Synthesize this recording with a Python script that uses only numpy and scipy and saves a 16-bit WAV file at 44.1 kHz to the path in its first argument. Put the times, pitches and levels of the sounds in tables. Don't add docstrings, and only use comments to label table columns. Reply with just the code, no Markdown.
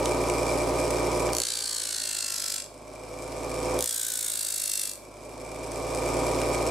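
import sys
import numpy as np
from scipy import signal
from scipy.fft import rfft, irfft, next_fast_len
from scipy.io import wavfile
from scipy.ndimage import uniform_filter1d

SR = 44100
rng = np.random.default_rng(int(sys.argv[2]) if len(sys.argv) > 2 else 0)


def dump_mix(stems):
    frames = np.atleast_2d(stems).T
    limited = np.clip(frames, -1, 1)
    pcm = np.round(limited * 32767).astype(np.int16)
    wavfile.write(sys.argv[1], SR, pcm)


def makeup_ratio(level_db):
    decades = np.asarray(level_db, float) / 20
    return 10 ** decades


N = 295470

BALLS_PER_TURN = 2.58
SETTLE_S = 0.083

# (touch [s], firm after [s], ease-off [s], lift [s])
PIECES = [
    (1.325, .13, 2.55, 2.672),
    (3.785, .09, 4.83, 4.98),
]
# (level after gain control [dB], top-band lift at the touch [dB],
# creep of that lift as the edge wears [dB], gain control depth [dB])
BITES = [
    (-31.5, 14, 4, -49.5),
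    (-30.5, 6, -10, -50.5),
]


def evened(x):
    return x / np.sqrt(np.mean(x ** 2) + 1e-20)


def coloured(x, points):
    size = next_fast_len(x.shape[-1])
    hz, db = np.transpose(points)
    log_hz = np.log(np.fft.rfftfreq(size, 1 / SR) + 1)
    response = makeup_ratio(np.interp(log_hz, np.log(hz + 1), db))
    return irfft(rfft(x, size) * response, size)[..., :x.shape[-1]]


def drift(per_s):
    points = rng.standard_normal(400)
    return np.interp(np.arange(N) / SR * per_s, np.arange(400), points) * 1.156


def ring(hz, t60):
    t = np.arange(1500) / SR
    mode = makeup_ratio(-60 * t / t60) * np.sin(2 * np.pi * hz * t)
    return mode / np.linalg.norm(mode)


def resonate(x, hz, width):
    spin = np.exp(2j * np.pi * np.cumsum(hz * np.ones(N)) / SR)
    r = np.exp(-np.pi * width / SR)
    return 2 * (spin * signal.lfilter([1 - r], [1, -r], x / spin)).real


def stages(piece, values):
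    touch, firm, ease, lift = PIECES[piece]
    catch = touch + 0.54 * firm
    times = [touch, catch, touch + firm, touch + firm + SETTLE_S, ease, (ease + lift) / 2, lift]
    return np.interp(np.arange(N) / SR, times, values)


def disc_speed():
    free_turns_per_s, spin_up_s, let_go_s = 58.72, .4523, .2956
    # (start [s], at first [turns per s2], at the hardest [turns per s2], free again [s])
    braking = [
        (1.33, 2.055, 29.38, 2.6957),
        (3.79, 5.3525, 27.905, 5.094),
    ]
    t = np.arange(N) / SR
    drag = np.zeros(N)
    for start, first, top, end in braking:
        drag += np.interp(t, [start, end - let_go_s, end], [first, top, 0], left=0)
    return free_turns_per_s - signal.lfilter([1 / SR], [1, -np.exp(-1 / (SR * spin_up_s))], drag)


def room(x, t60=0.33, apart_hz=3500):
    taps = np.zeros((3, 9000))
    at = np.arange(60, 8980, 20) + rng.integers(0, 20, (3, 446))
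    np.put_along_axis(taps, at, rng.choice([-1., 1.], at.shape), 1)
    taps *= makeup_ratio(-60 * np.arange(9000) / SR / t60)
    low = signal.butter(1, apart_hz, fs=SR, output="sos")
    taps = taps[:2] + signal.sosfilt(low, taps[2] - 0.46 * taps[:2])
    return signal.oaconvolve(x, taps / np.linalg.norm(taps[0]), axes=1)[:, :N]


def panels():
    out = np.zeros(N)
    for hz, db in [(265, -45), (430, -46), (503, -46), (600, -51)]:
        band = signal.butter(1, [hz - 6, hz + 6], "band", fs=SR, output="sos")
        out += makeup_ratio(db) * evened(signal.sosfilt(band, rng.standard_normal(N)))
    return out


def strain(speed):
    colour = [(30, -30), (70, -12), (110, -19), (160, 11), (220, 2), (400, -47)]
    grumble = coloured(rng.standard_normal(N), colour)
    return makeup_ratio(-65.0) * (speed.max() - speed) * evened(grumble)


def drone(turn):
    # (frequency [Hz], level [dB per Hz])
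    box_colour = [(40, -38), (90, -24), (200, -17), (270, -4), (420, -10), (600, 0.5), (750, -9.5),
                  (980, -9), (1200, -13), (1400, -22.5), (1700, -40), (2300, -16.5), (3000, -101),
                  (6000, -80)]
    ball_knocks, angle = np.zeros(N), np.arange(257) / 256
    for balls in range(1, 16):
        sides = rng.standard_normal((13, 2)) @ [1, 1j]
        pattern = sides @ np.exp(2j * np.pi * np.arange(-6, 7)[:, None] * angle)
        strength = np.interp(turn % 1, angle, pattern)
        ball_knocks += (strength * np.exp(2j * np.pi * balls * BALLS_PER_TURN * turn)).real
    ball_knocks = evened(coloured(ball_knocks, box_colour))
    common, apart = rng.standard_normal(N), rng.standard_normal((2, N))
    rumble = evened(coloured(common + 0.79 * apart, box_colour))
    return makeup_ratio(-34.0) * ball_knocks + makeup_ratio(-33.0) * rumble * makeup_ratio(0.87 * drift(60.0))


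def box_db(hz):
    # (frequency [Hz], width [Hz], lift [dB])
    modes = [(362, 14, 7), (505, 16, 14), (607, 16, 11), (993, 16, 6)]
    return sum(db / (1 + (2 * (hz - f) / width) ** 2) for f, width, db in modes)


def tones(speed, turn):
    # (multiple of the ball rate [-], multiple of
    # the turn [-], level [dB])
    tone_mixes = [(0, 1, -39), (0, 2, -42), (0, 3, -50), (1, 0, -48), (1, 2, -49), (2, 0, -46), (0, 6, -42),
                  (2, 1, -37), (1, 4, -48), (0, 7, -47), (2, 2, -46), (4, -3, -44), (3, 0, -48), (0, 8, -45),
                  (2, 3, -47), (1, 6, -46), (3, 1, -40), (0, 9, -45), (2, 4, -46), (0, 10, -46), (2, 5, -41),
                  (4, 0, -40), (4, 1, -46), (4, 3, -47), (6, 0, -46), (6, 1, -46), (5, 4, -44), (5, 6, -49),
                  (7, 3, -51), (0, 20, -50),
                  (0, 26, -61), (0, 30, -63), (0, 31, -60), (0, 32, -63), (0, 33, -66), (0, 35, -66)]
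    out, coarse = np.zeros((2, N)), np.arange(0, N, 200)
    sag = speed.max() - speed[coarse]
    for balls, turns, db in tone_mixes:
        order = balls * BALLS_PER_TURN + turns
        lift_db = box_db(order * speed[coarse]) - box_db(order * speed.max())
        lift_db -= (1.1 if order > 3 else .3) * sag
        waver_db = 1.85 * drift(9.0)[coarse] * (order > 2)
        size = np.interp(np.arange(N), coarse, makeup_ratio(db + 4.0 + lift_db + waver_db))
        wave = size * np.exp(2j * np.pi * (order * turn + rng.random()))
        skew = (0.022 + 0.017 * order) * (rng.standard_normal(2) @ [1, 1j])
        skew = -.12 + .05j if order < 3 else skew
        out += (np.array([[1 + skew], [1 - skew]]) * wave).real
    return out


def ticks(turn):
    # (frequency [Hz], t60 [s], level [dB])
    housing = [(2348, 0.031, -43), (5360, 0.0034, -45.5), (7990, 0.0022, -42.5), (9470, 0.0036, -51),
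               (10650, 0.00062, -48.5)]
    # (frequency [Hz], level [dB per Hz])
    whirr = [(880, -14), (1500, -6.5), (1980, -25), (2340, -3), (2820, -13), (4260, -11.5), (5390, -10),
             (6560, -13), (8070, -13.5), (13100, -27), (15800, -35)]
    passes = np.diff(np.floor(turn * BALLS_PER_TURN), prepend=0) > 0
    stray = rng.random(N) < 250.0 / SR
    uneven = makeup_ratio(3.9 * np.minimum(rng.exponential(1, N), 2.5))
    force = (passes + 0.61 * stray) * uneven
    scuff = signal.oaconvolve(force, makeup_ratio(-60 * np.arange(400) / SR / 0.01))[:N]
    out = np.zeros((2, N))
    for hz, t60, db in housing:
        common, apart = rng.standard_normal(N), rng.standard_normal((2, N))
        drive = scuff * (common + hz / 9100.0 * apart)
        out += makeup_ratio(db) * evened(signal.oaconvolve(drive, ring(hz, t60)[None], axes=1)[:, :N])
    air = rng.standard_normal(N) + 0.35 * rng.standard_normal((2, N))
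    struck = coloured(out, [(11000, 0), (13000, -2.5), (16000, -13)])
    return struck + makeup_ratio(-42) * evened(coloured(air, whirr))


def knocks():
    # (time [s], peak [dB], share of low knock [dB])
    hits = [
        (0.0572, -9, -7.5),
        (0.286, -17, -25),
        (1.29, -26, 2),
        (3.2064, -44, -16),
        (5.7182, -17.5, -16),
        (5.948, -13.5, -24),
        (6.4165, -13, -10),
    ]
    snap, low_knock, t = np.zeros(N + 900), np.zeros(N + 900), np.arange(900) / SR
    for s, db, low_db in hits:
        tick = makeup_ratio(db - 2 - 60 * t / 0.012) * rng.standard_normal(900)
        snap[round(s * SR):][:900] += tick
        low_knock[round(s * SR):][:900] += tick * makeup_ratio(low_db)
    bright = coloured(snap[:N], [(3500, -23), (6000, -3.5), (10000, -6.5), (16000, -36)])
    return bright + coloured(low_knock[:N], [(600, -20), (1500, 8), (4000, 2.5), (7000, -25)])


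def chatter(turn):
    # (multiple of the turn [-], first piece after gain control [dB], second piece [dB])
    multiples = [(14.16, -61.5, -67), (15.9, -63, -77), (17.06, -66.5, -77), (18.33, -63, -64),
                 (21.04, -61, -75), (23, -67, -70), (26, -57, -55), (26.8, -52.5, -55), (27.95, -52, -64),
                 (40, -57, -56), (54.3, -55, -71), (30.25, -54.5, -75)]
    out, t = np.zeros(N), np.arange(N) / SR
    for piece, ((start, *_, end), wear_db) in enumerate(zip(PIECES, [-8, -14])):
        held = np.interp(t, [start + 0.055, start + 0.18, end - .1, end], [0, 1, makeup_ratio(wear_db), 0])
        for order, *db in multiples:
            level = makeup_ratio(db[piece] + 0.5 + 4 * drift(7))
            out += held * level * np.cos(2 * np.pi * (order * turn + rng.random()))
    return out


def grit(turn, count=1000):
    laps, kept, slip = int(turn[-1]) + 3, .945, 3.
    size = makeup_ratio(3.5 * np.minimum(rng.exponential(1, (laps, count)), 3.5))
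    fresh = rng.standard_normal((laps, count)) * size
    grains = signal.lfilter([1], [1, -kept], fresh, axis=0)
    ridges = uniform_filter1d(uniform_filter1d(rng.standard_normal((laps, count)), 25, 1), 18, 1)
    ridges = evened(signal.lfilter([1], [1, -kept], ridges, axis=0))
    surface = (grains * makeup_ratio(1.5 * ridges)).ravel()
    return evened(np.interp(turn * count + slip * drift(10), np.arange(surface.size), surface))


def pressure(piece, angle):
    arc_turns = [0.064, 0.137, 0.39, 0.43, 0.51, 0.32, .04]
    middle_turns = [0.011, 0.062, 0.05, -0.048, -0.022, -.01, 0.026]
    edge_catch = [1.9, 2.1, 2.1, 1.9, .4, .4, .4]
    high_spot = [1, 1, 1.2, 1.5, 4, 4, 4]
    middle, arc = stages(piece, middle_turns), np.maximum(stages(piece, arc_turns), .01)
    first, last = middle - arc / 2, middle + arc / 2
    touch = np.clip((angle - first) / 0.011, 0, 1) * np.clip((last - angle) / 0.041 + .5, 0, 1)
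    press = 1.7 + np.sin(np.pi * np.clip((angle - first) / (last - first), 0, 1))
    press += stages(piece, high_spot) * np.exp(-abs(angle + .015) / .045)
    edge = stages(piece, edge_catch) * np.exp(-abs(angle - first) / 0.036)
    trail = 0.39 * np.exp(-((angle - last) % 1) / 0.047)
    return (touch * (press + edge) + trail + 0.07) / np.sqrt(last - first)


def sanding(turn):
    # (frequency [Hz], level [dB per Hz])
    colours = [
        [(900, -38), (1500, -14.5), (2400, -20.5), (3300, -12.5), (4000, -11), (4900, -10), (5700, -9),
         (7600, -1), (9000, -6), (11100, -11.5), (12500, -20), (15800, -27)],
        [(900, -38.5), (1500, -26.5), (2400, -24.5), (3000, -28.5), (3500, -16), (4600, -12), (5600, -15.5),
         (7000, -6.5), (8200, -5), (10000, -9), (14500, -16.5), (15800, -23)],
    ]
    # (frequency [Hz], level [dB per Hz])
    rub_colour = [(300, -42), (1000, -28.5), (1600, -18), (2600, -22), (4000, -16), (8000, -14.5),
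                  (12000, -25.5), (16000, -40)]
    # (shift [s], from [Hz], to [Hz], strength [dB], table ring after it [dB])
    grips = [
        (2.22, 4340, 4800, 9, 7),
        (4.35, 3500, 4660, -1, 11),
    ]
    stage_db = [-3.5, 1.5, 0.5, -.5, -2, -7.5, -26]
    top_share = [1, 1, -0.54, 0.1, 0.99, -.5, -1]
    shift_s, table_touch_db = 0.07, -29
    common = grit(turn + .5)
    apart = coloured(grit(turn + .5), [(1000, 0), (5000, -31), (9000, -3.0), (15000, -4.0)])
    grains, loose = np.array([common + apart, common - apart]), rng.standard_normal((3, N))
    rub = coloured(0.5 * common + 0.5 * loose[0] + 0.46 * loose[1:], rub_colour)
    angle, t, out = (turn + .5) % 1 - .5, np.arange(N) / SR, np.zeros((2, N))
    for piece, colour in enumerate(colours):
        start, *_, end = PIECES[piece]
        db, lift_db, creep_db, _ = BITES[piece]
        shift, from_hz, to_hz, wood_db, late_db = grips[piece]
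        level_db = db + stages(piece, stage_db)
        top_db = lift_db * stages(piece, top_share) + creep_db * np.interp(t, [start, end], [-.5, .5])
        wood_hz = np.interp(t, [shift - shift_s, shift + shift_s], [from_hz, to_hz])
        table_db = np.interp(t, [start, shift + shift_s], [table_touch_db, late_db])
        held = (t > start) & (t < end)
        bite = coloured(grains * pressure(piece, angle), colour)
        wood = makeup_ratio(wood_db) * resonate(bite, wood_hz, 470)
        bite += wood + makeup_ratio(table_db + 5.5) * resonate(bite + wood * 0, 2720, 38)
        top = coloured(bite, [(8000, -44), (11000, -13)])
        bite += top * (makeup_ratio(top_db) - 1)
        out += (bite / bite[:, held].std() + makeup_ratio(10.5) * rub) * makeup_ratio(level_db) * held
    return out


def gain():
    open_db, overshoot_db, reopen_db, knee_db = -27, -2, -45.5, 0.5
    early_share, reopen_s, recover_db_per_s = 0.64, 0.053, 17
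    t, db = np.arange(N) / SR, open_db
    for (touch, firm, ease, lift), (*_, depth_db) in zip(PIECES, BITES):
        firm_at, reopen_at = touch + firm, lift + reopen_s
        times = [touch - .02, touch + early_share * firm, firm_at, firm_at + SETTLE_S, ease, reopen_at]
        levels = [open_db, (open_db + depth_db) / 2, depth_db + overshoot_db, depth_db, depth_db, reopen_db]
        fall = np.interp(t, times, levels)
        under = open_db - reopen_db - recover_db_per_s * (t - lift - reopen_s)
        climb = open_db - knee_db * np.logaddexp(0, under / knee_db)
        db = np.minimum(db, np.where(t < reopen_at, fall, climb))
    return makeup_ratio(db + 26.5)


def scene():
    start_turn = .715
    speed = disc_speed()
    turn = start_turn + np.cumsum(speed) / SR
    near = (sanding(turn) + chatter(turn) + knocks()) / gain() + ticks(turn)
    machine = tones(speed, turn) + drone(turn) + panels() + strain(speed)
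    return near + makeup_ratio(-7.0) * room(near) + machine


def top_cut(x):
    return signal.sosfilt(signal.butter(12, 15910, fs=SR, output="sos"), x)


def record(dry):
    # (frequency [Hz], level [dB])
    port_colour = [(300, 0), (550, -1), (1100, -2), (2200, -1), (4500, 0), (8500, .3), (13000, 0.5)]
    ports = []
    for heard, side in zip(dry, [1, -1]):
        ports.append(coloured(heard, [(hz, side * db / 2) for hz, db in port_colour]))
    ducked = np.array(ports) * gain() + makeup_ratio(-92) * rng.standard_normal(dry.shape)
    edge = signal.firwin(601, 15780, window=("kaiser", 9), fs=SR)[None]
    return top_cut(signal.oaconvolve(ducked, edge, "same", axes=1))


dry = scene()
out = record(dry)
dump_mix(out)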